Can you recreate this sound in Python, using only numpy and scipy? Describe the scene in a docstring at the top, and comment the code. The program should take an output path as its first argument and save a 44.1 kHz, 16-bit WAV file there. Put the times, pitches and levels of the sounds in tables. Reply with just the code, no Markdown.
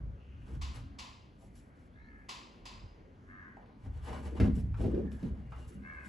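"""First a low boom under a far hum: a horse turns and walks about a bare concrete stall open on one side.
Its weight rings the low modes of the stall; hooves knock (short noise bursts) and drag grit (dense clicks).
Someone strikes metal nearby (clicks into resonators); outside, small birds (gliding narrow noise) and
crows (rasping harmonics) call over the hum of far traffic and leaves (shaped noise).
Two microphone ports hear it out of step in some bands."""
import sys
import numpy as np
from scipy import signal
from scipy.fft import rfft, irfft, next_fast_len
from scipy.io import wavfile
from scipy.ndimage import uniform_filter1d

SR = 44100
rng = np.random.default_rng(int(sys.argv[2]) if len(sys.argv) > 2 else 0)


def pcm_store(signal):
    """Save signal as 16-bit PCM."""
    levels = np.round(np.clip(np.atleast_2d(signal), -1, 1) * 32767)
    wavfile.write(sys.argv[1], SR, levels.astype(np.int16).T)


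N = 268510  # samples, about 6.1 s


def amp(db):
    """Gain of a dB value."""
    return 10 ** (np.asarray(db) / 20)


def rms_one(x):
    """Scaled to rms 1."""
    return x / np.sqrt(np.mean(x ** 2) + 1e-30)


def in_time(rows):
    """Columns of a curve at every sample."""
    s, *columns = np.transpose(rows)
    return [np.interp(np.arange(N) / SR, s, c) for c in columns]


def joined(spans):
    """Several level curves as one, silent in between."""
    rows = []
    for span in spans:
        first, last = span[0], span[-1]
        rows.append((first[0] - .02, -110, *first[2:]))
        rows.extend(span)
        rows.append((last[0] + .04, -110, *last[2:]))
    return rows


def at_hz(points, hz):
    """A spectrum read on a log-frequency axis."""
    f, v = np.transpose(points)
    return np.interp(np.log(hz + 1), np.log(f + 1), v)


def drift(rate):
    """Slow chance: straight lines between normal random values, `rate` of them per second."""
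    knots = rng.standard_normal(int(N / SR * 60) + 2)
    return np.interp(np.arange(N) / SR * rate, np.arange(len(knots)), knots)


def swell(s, db, rise, hold, fall_db_per_s):
    """Gain that climbs 20 dB per rise time, holds from s, then falls steadily in dB."""
    t = np.arange(N) / SR - s
    climb_db = 20 * np.minimum(t, 0) / max(rise, .002)
    return amp(db + climb_db - fall_db_per_s * np.maximum(t - hold, 0))


def between(x, low_hz, high_hz):
    """Butterworth band-pass."""
    return signal.sosfilt(signal.butter(2, [low_hz, high_hz], "band", fs=SR, output="sos"), x)


def coloured(x, spectrum):
    """Shaped by a smooth spectrum."""
    return irfft(rfft(x) * amp(at_hz(spectrum, np.arange(N // 2 + 1) * SR / N)), N)


def steadied(x, window_s):
    """Slow swells of the ringing are evened out; rms near 1."""
    return x / np.sqrt(uniform_filter1d(x ** 2, int(window_s * SR), axis=1) + 1e-12)


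def ring(clicks, modes):
    """Clicks set each mode ringing, a two-pole resonator that loses 60 dB in its t60."""
    out = 0
    for hz, db, t60 in modes:
        r = amp(-60 / (t60 * SR))
        w = 2 * np.pi * hz / SR
        out = out + signal.lfilter([0, amp(db) * np.sin(w)], [1, -2 * r * np.cos(w), r * r], clicks + 1e-18)
    return out


def grains(per_s, spread_db, channels=1):
    """Random clicks of uneven size and either sign, together at rms 1."""
    sizes = amp(spread_db * np.minimum(rng.exponential(1, (channels, N)), 4))
    sizes = sizes * rng.choice([-1, 1], (channels, N))
    return rms_one(sizes * (rng.random((channels, N)) < per_s / SR))


BAND_EDGES_HZ = 25 * 2 ** np.arange(0, 9.4, 1 / 2)


def bands(x):
    """Half-octave bands with their centres; two sources are dealt in turn."""
    for k, (low, high) in enumerate(zip(BAND_EDGES_HZ, BAND_EDGES_HZ[1:])):
        yield np.sqrt(low * high), between(x[k % 2], low, high)


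# Decay of the concrete stall, before each sound's own scaling: pitch_hz, t60_s
STALL_DECAY = [(100, 0.5), (600, 0.95), (1200, 0.96), (3000, 0.95), (6000, 0.78), (11000, 0.6)]


def stall(x, direct_db, longer=0.73):
    """Direct sound plus two unrelated tails of reflections that die band by band."""
    t = np.arange(SR * 3 // 4) / SR
    noise = rng.standard_normal((2, 2, len(t)))
    tail = sum(b * amp(-60 * t / (longer * at_hz(STALL_DECAY, hz))) for hz, b in bands(noise))
    tail = tail / np.sqrt(np.sum(tail ** 2, axis=1, keepdims=True))
    tail[0, 0] += amp(direct_db)
    return signal.fftconvolve(x[None], tail, axes=1)[:, :N]


# Low modes of the stall: pitch_hz, level_db, t60_s
BOOM = [(40, -10, .3), (63.3, -32.5, 0.18), (68.98, 9.5, 0.47), (81.34, 1, 0.48), (103.2, 0, 0.55),
        (123.5, 4.5, 0.15)]
# Modes of the thud, above the boom: pitch_hz, level_db, t60_s
THUD = [(163.7, -1.5, 0.14), (190.7, 0.5, 0.13), (213.5, 4, 0.07), (256.9, -4, 0.18)]
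# Modes of the hollow knock, higher again: pitch_hz, level_db, t60_s
HOLLOW = [(324.6, 0, 0.064), (358, -2, 0.057), (422.2, -7.5, 0.078), (452, -17, 0.081)]
# Weight shifting on the floor, two spans of points: time_s, boom_level_db
WEIGHT_SHIFTS = [
    [(0.0, -41.5), (0.09, -36.5), (0.21, -56), (0.36, -46), (0.49, -50), (0.57, -34.5), (0.85, -46),
     (1.05, -56.5), (1.3, -60.5)],
    [(3.82, -59), (3.87, -40.5), (4.3, -43.5), (4.38, -43), (4.44, -27.5), (4.6, -33), (4.9, -35.5),
     (5.2, -46), (5.46, -46), (5.56, -44), (5.69, -46), (5.72, -67), (5.77, -52), (6.05, -56)],
]
# Footfalls: start_s, boom_db, thud_db, hollow_db, hold_s (of thud and hollow knock)
STEPS = [(0.0, -65, -58, -69, 0.078), (0.492, -60, -54, -57.5, 0.059), (2.832, -44, -96, -77, 0.032),
         (3.868, -40.5, -50.5, -63, 0.013), (3.978, -59, -67, -89, 0.017), (4.092, -65, -48.5, -53.5, 0.13),
         (4.258, -37.5, -49.5, -54, 0.027), (4.328, -41.5, -52, -45, 0.03), (4.41, -22, -28, -41, 0.085),
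         (4.568, -47, -35, -49.5, 0.0094), (4.632, -49, -45, -59, 0.047), (4.808, -34.5, -40.5, -42, 0.059),
         (4.848, -31, -35, -38, 0.039), (4.938, -35, -37, -33.5, 0.058), (5.041, -45, -36.5, -45.5, 0.021),
         (5.128, -44, -43, -56, 0.012), (5.242, -39, -33, -45, 0.01), (5.313, -36, -48, -53.5, 0.012),
         (5.382, -59, -48, -65, 0.021), (5.588, -74, -62, -59.5, .02), (5.71, -67, -70, -56, 0.0094),
         (5.758, -44, -47.5, -65, 0.069), (6.077, -51, -47, -60, .02)]
STEP_RISE_S, BOOM_HOLD_S = 0.03, 0.017
BOOM_FALL_DB_PER_S, THUD_FALL_DB_PER_S, HOLLOW_FALL_DB_PER_S = 402, 223, 321


def step_power(column, fall, hold=None):
    """Summed power of all footfalls in one column of levels."""
    return sum(swell(row[0], row[column], STEP_RISE_S, hold or row[-1], fall) ** 2 for row in STEPS)


def weight():
    """Uneven floor loading feeds the stall's low modes; each footfall adds boom, thud and hollow knock."""
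    shift_db, = in_time(joined(WEIGHT_SHIFTS))
    load = grains(600, spread_db=2.5, channels=2)
    boom = steadied(between(ring(load, BOOM), 32, 147), 0.086)
    thud = steadied(between(ring(load, THUD), 191, 265), 0.019)
    hollow = steadied(between(ring(load, HOLLOW), 337, 610), 0.026)
    boom_power = amp(shift_db) ** 2 + step_power(column=1, fall=BOOM_FALL_DB_PER_S, hold=BOOM_HOLD_S)
    thud_power = step_power(column=2, fall=THUD_FALL_DB_PER_S)
    hollow_power = step_power(column=3, fall=HOLLOW_FALL_DB_PER_S)
    return boom * np.sqrt(boom_power) + thud * np.sqrt(thud_power) + hollow * np.sqrt(hollow_power)


# Far traffic and leaves, relative spectrum: pitch_hz, level_db (per Hz)
FAR_HUM = [(24, -20), (40, 2.5), (119, -5.5), (169, -7.5), (246, -6), (321, -15), (438, -14), (780, -24.5),
           (852, -10), (952, -23.5), (1220, -25.5), (1420, -22), (2210, -33), (8000, -54.5), (10400, -69),
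           (17600, -120)]
FAR_DB = -55  # rms before the ports


def far_band_drift_db(together):
    """Level of one band: a swell shared by all, plus its own slow swell and quicker flicker."""
    return .7 * together + 2.2 * drift(4) + 1.5 * drift(14)


def far():
    """Steady outdoor noise, each band swelling and flickering partly on its own."""
    together = drift(2.7)
    noise = rng.standard_normal((2, 2, N))
    hum = sum(b * amp(at_hz(FAR_HUM, hz) + far_band_drift_db(together)) for hz, b in bands(noise))
    return amp(FAR_DB) * rms_one(hum)


# Small birds far off: start_s, hold_s, level_db, first_pitch_hz, glide_hz_per_s, band_width_hz
BIRD_SONGS = [(0.211, 0.26, -70, 2720, -150, 530), (1.946, 0.12, -78.5, 3460, 6000, 250),
              (5.069, 0.12, -62, 1750, -600, 150), (5.483, 0.27, -72.5, 2830, -78.5, 57.4)]
SONG_RISE_S, SONG_FALL_DB_PER_S = .08, 200


def birds():
    """Blurred by distance, each song is a narrow noise around a gliding pitch."""
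    out = 0
    for s, hold, db, first_hz, glide, width_hz in BIRD_SONGS:
        hz = first_hz + glide * np.clip(np.arange(N) / SR - s, -.1, hold + .1)
        blur = signal.lfilter(*signal.butter(2, width_hz / 2, fs=SR), rng.standard_normal((2, N)))
        level = swell(s, db, SONG_RISE_S, hold, SONG_FALL_DB_PER_S)
        out = out + level * rms_one(blur) * np.sin(2 * np.pi * np.cumsum(hz) / SR)
    return out


# Hoof knocks, before the stall: start_s, peak_db, contact_pitch_hz, contact_time_s, tick_db (relative)
HOOF_KNOCKS = [(0.256, -68.5, 520, 0.0058, -21), (0.481, -56, 455, 0.011, -17),
               (1.405, -58.5, 705, 0.044, -31), (3.005, -63.5, 684, 0.0039, -15),
               (3.237, -59, 500, 0.0057, -37), (3.57, -44.5, 665, 0.0016, -31),
               (3.659, -61.5, 454, 0.0061, -1), (3.713, -75, 680, 0.0091, -21),
               (3.857, -50, 694, 0.0066, -35), (4.4, -25, 498, 0.0072, -18), (4.578, -48, 484, 0.0097, -21),
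               (4.742, -44, 1160, 0.006, -28), (4.805, -39, 594, 0.003, -27),
               (4.838, -34, 490, 0.023, -27.5), (4.946, -48, 460, 0.0076, -15),
               (5.118, -49, 460, 0.0037, -14.5), (5.228, -42.5, 510, 0.0055, -14.5),
               (5.52, -44, 1200, 0.011, -52), (5.718, -55.5, 465, 0.0097, -12)]


def knocks():
    """Each hoof edge is a short burst around the pitch of the contact, with a tick on top."""
    out, t = np.zeros(N + SR), np.arange(SR // 8) / SR
    for s, db, hz, contact, tick_db in HOOF_KNOCKS:
        noise = rng.standard_normal(len(t)) * np.exp(-t / max(contact, .001))
        tick = amp(tick_db) * between(noise, hz, 2450)
        burst = between(noise, hz / 1.76, hz * 1.228) + tick
        out[round(s * SR):][:len(t)] += amp(db) * burst / np.abs(burst).max()
    return out[:N]


# Grit on the floor: pitch_hz, level_db (per Hz)
GRIT_SPECTRUM = [(300, -8), (550, 1), (850, 1.5), (1200, -1.5), (2000, -9), (3300, -13.5), (4500, -19.5),
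                 (8000, -20.5), (11000, -33)]
# Hooves dragging grit: start_s (of full level), level_db, rise_s, hold_s, tilt_db_per_octave
HOOF_DRAGS = [(0.516, -54.5, 0.16, 0.018, 1), (0.747, -46, .03, .01, 1.5), (1.409, -57.5, .04, .03, 7),
              (1.557, -51, 0.026, 0.019, 6), (1.767, -62.5, 0.032, 0.054, 2.5),
              (3.58, -73.5, .04, 0.15, -6.5), (3.851, -55.5, 0.1, .015, -.5), (3.948, -54, .03, .01, -.5),
              (4.046, -47, 0.069, .05, 1), (4.077, -44, 0.03, 0.084, -2.5), (4.19, -45, 0.043, 0.071, 0),
              (4.407, -38.5, 0.06, 0.0058, -2), (4.556, -46.5, 0.03, 0.0092, 4.5),
              (4.816, -44, 0.082, 0.022, 0), (4.92, -58.5, 0.083, 0.14, -3.5),
              (5.117, -49.5, 0.013, 0.017, 6.5), (5.239, -48, 0.099, 0.02, -0.5),
              (5.307, -61.5, 0.07, 0.11, -2.5), (5.58, -54.5, 0.17, 0.087, 0.5),
              (5.679, -52.5, 0.023, 0.008, 10), (5.88, -60, 0.16, 0.15, 0), (6.051, -46, 0.033, 0.0082, 3)]
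DRAG_FALL_DB_PER_S = 177


def scuffs():
    """Dense grit grains under a sliding hoof; the tilt turns the spectrum about 5 kHz."""
    power = np.array([swell(s, db, rise, hold, DRAG_FALL_DB_PER_S) ** 2 for s, db, rise, hold, _ in HOOF_DRAGS])
    tilts = np.array(HOOF_DRAGS)[:, -1]
    grit = grains(3000, spread_db=4.0, channels=2) * amp(3.26 * drift(45))  # grit catches in clumps
    out = 0
    for hz, band in bands(grit):
        band_power = amp(2 * tilts * np.log2(hz / 5000)) @ power
        out = out + band * amp(at_hz(GRIT_SPECTRUM, hz)) * np.sqrt(band_power)
    return out


# Blows on metal nearby: start_s, main_contact_db, low_mode_drive_db, high_mode_drive_db
METAL_BLOWS = [(0.612, -13, -76.5, -73), (0.985, -12.5, -53, -58.5), (2.286, -10, -55, -55),
               (2.652, -15.5, -53, -54)]
# Modes of the metal, the first three being the low ones: pitch_hz, level_db, t60_s
METAL_MODES = [(1039, 0, .12), (1110, -2, .08), (1195, -4, .08), (2657, -8, .2), (2803, -12, .15),
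               (4180, -14, .2), (4507, -12, .2), (4930, -7, .3), (4965, -4, .4), (4995, -13, .3)]
# Sound of the contact itself: pitch_hz, level_db (per Hz)
CRACK_SPECTRUM = [(600, -9), (850, 1), (1050, 14), (1300, 5), (1500, -3), (2000, 0.5), (2800, 4.5),
                  (3600, 1.5), (4800, 2), (6000, -3.5), (7500, -6), (9000, -15), (11500, -27)]
CHATTER_PEAK_S, CONTACT_AFTER_S = 0.0087, .004  # both counted from the start of the blow
CHATTER_DB = -33  # lighter contacts, relative to the main one


def blows():
    """Light uneven contacts rattle around one main contact, which rings the metal and fills the stall."""
    crack, chatter, low, high = np.zeros((4, N))
    t = np.arange(SR // 20) / SR
    rattle = grains(5000, spread_db=5.0)[0]
    chatter_shape = (t / CHATTER_PEAK_S) * np.exp(1 - t / CHATTER_PEAK_S)
    for s, db, low_db, high_db in METAL_BLOWS:
        start = round(s * SR)
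        at = slice(start, start + len(t))
        main = round((s + CONTACT_AFTER_S) * SR)
        chatter[at] = amp(db + CHATTER_DB) * rms_one(rattle[at]) * chatter_shape
        crack[main], low[main], high[main] = amp([db, low_db, high_db])
    metal = ring(low, METAL_MODES[:3]) + ring(high, METAL_MODES[3:])
    out = stall(coloured(crack, CRACK_SPECTRUM) + metal, direct_db=-27)
    out[0] += coloured(chatter, CRACK_SPECTRUM) + metal
    return out


# Crow caws outside, levels before the throat: start_s, hold_s, level_db, top_pitch_hz, sag_hz_per_s,
# rasp_hz, rasp_depth (ratio), unsteadiness (ratio), hoarse_share (ratio)
CROW_CAWS = [(1.97, .22, -77, 432, 90, 70, .9, .012, .5), (3.3, .17, -67, 520, 330, 95, 1.7, .005, .28),
             (5.855, .155, -62, 539, 360, 80, 1.2, .003, .18)]
# Throat of each caw in turn: pitch_hz, level_db
CROW_THROATS = [
    [(500, -20), (900, -8), (1300, -6.5), (1750, 8), (2200, -3), (2700, -22), (3300, -40)],
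    [(500, -33), (1150, -0.5), (1550, 3), (1850, 9.5), (2300, -17.5), (2800, -27), (3200, -40)],
    [(500, -20), (1100, -6.5), (1600, 6), (1850, 4.5), (2200, -1.5), (2600, -11), (3100, -46)],
]
CAW_RISE_S, CAW_FALL_DB_PER_S = 0.045, 141
CAW_TOP_AFTER_S, CAW_CLIMB_HZ_PER_S = 0.0526, 450
CAW_END_S = 0.16  # cut this long after the hold


def crows():
    """Harmonics through a throat climb, then sag; a fast rasp adds lines above each partial."""
    out = 0
    for caw, throat in zip(CROW_CAWS, CROW_THROATS):
        s, hold, db, top_hz, sag, rasp_hz, depth, unsteady, hoarse = caw
        t = np.arange(N) / SR - s
        late = np.clip(t - CAW_TOP_AFTER_S, -.1, .3)
        hz = top_hz + CAW_CLIMB_HZ_PER_S * np.minimum(late, 0) - sag * np.maximum(late, 0)
        rasp = np.exp(2j * np.pi * np.cumsum(rasp_hz * (1 + 4 * unsteady * drift(25))) / SR)
        cycle = 2j * np.pi * np.cumsum(hz * (1 + unsteady * drift(50))) / SR
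        # the complex exponent lifts level and pitch together
        voice = sum(rms_one(np.exp(k * cycle + depth * rasp * np.exp(1j * k)).imag) for k in range(1, 7))
        flutter = 1 + hoarse * rms_one(between(rng.standard_normal(N), 20, 250))
        level = swell(s, db, CAW_RISE_S, hold, CAW_FALL_DB_PER_S) * (t < hold + CAW_END_S)
        out = out + coloured(level * voice * flutter, throat)
    return out


# Balance of the microphone ports: pitch_hz, left_minus_right_db
BALANCE = [(60, .3), (350, .6), (620, .5), (1120, -2), (2020, 2.2), (3620, 3), (6510, 2.5), (8000, 0),
           (11700, 0)]
# How unlike the ports hear: pitch_hz, differing_share (of sound power)
DIFFERING = [(60, .02), (130, .015), (270, .07), (570, .3), (1200, .25), (2600, .2), (5500, .13),
             (7800, .05), (8400, 0), (9500, 0), (11000, .3)]
# Lead of the left port, added from every direction: pitch_hz, lead_half_turns
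TREBLE_LEAD = [(7700, 0), (8350, -1), (9560, -1), (10300, -2)]
# Treble of the microphone: pitch_hz, level_db
TREBLE_LIFT = [(7600, -0.5), (8400, 1.5), (9500, 5.5), (10300, 5.5), (12000, 21.5)]


def ports(field, lead):
    """Two ports mix a common and a differing field, phase-shifted against each other, treble lifted."""
    size = next_fast_len(N + 8192)
    hz = np.arange(size // 2 + 1) * SR / size
    fade_in = np.minimum(np.arange(N) / 200, 1)
    common, other = rfft(field * fade_in, size)
    share = np.clip(at_hz(DIFFERING, hz), 0, 1)
    alike, unlike = np.sqrt(1 - share) * common, np.sqrt(share) * other
    # half of the lead and balance goes to each port
    turn = np.exp(.5j * np.pi * (at_hz(lead, hz) + at_hz(TREBLE_LEAD, hz))) * amp(.5 * at_hz(BALANCE, hz))
    left = (alike + unlike) * turn
    right = (alike - unlike) / turn
    return irfft(np.array([left, right]) * amp(at_hz(TREBLE_LIFT, hz)), size)[:, :N]


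# Lead of the left port for sound from the stall: pitch_hz, lead_half_turns
STALL_LEAD = [(0, 0), (430, -.05), (800, -.25), (1200, -.3), (1500, .3), (2000, .1), (2400, 0)]
# The same for sound from the yard: pitch_hz, lead_half_turns
YARD_LEAD = [(0, 0), (600, -.1), (900, -.45), (1100, -.8), (1400, -1.05), (1800, -1.6), (2240, -2)]
# The same for the crows: pitch_hz, lead_half_turns
CROW_LEAD = [(0, 0), (900, 0), (1200, .33), (1500, .62), (1900, .85), (2050, 1.45), (2400, 2)]


def scene():
    """Horse in the stall, metal, birds and hum from the yard, crows from the other side."""
    hooves = stall(knocks(), direct_db=2, longer=.33)
    calls = stall(crows(), direct_db=5, longer=.5)
    grit = stall(scuffs(), direct_db=-1.5, longer=0.11)
    yard = blows() + birds() + far()
    horse = weight() + hooves + grit
    return ports(horse, STALL_LEAD) + ports(yard, YARD_LEAD) + ports(calls, CROW_LEAD)


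MIC_BASS_HZ, CUTOFF_HZ = 33.3, 12500


def record(dry):
    """The microphone loses the deep bass and, steeply, the top."""
    out = signal.sosfilt(signal.butter(3, MIC_BASS_HZ, "high", fs=SR, output="sos"), dry)
    return signal.sosfilt(signal.cheby2(14, 70, CUTOFF_HZ, fs=SR, output="sos"), out)


dry = scene()
out = record(dry)
pcm_store(out)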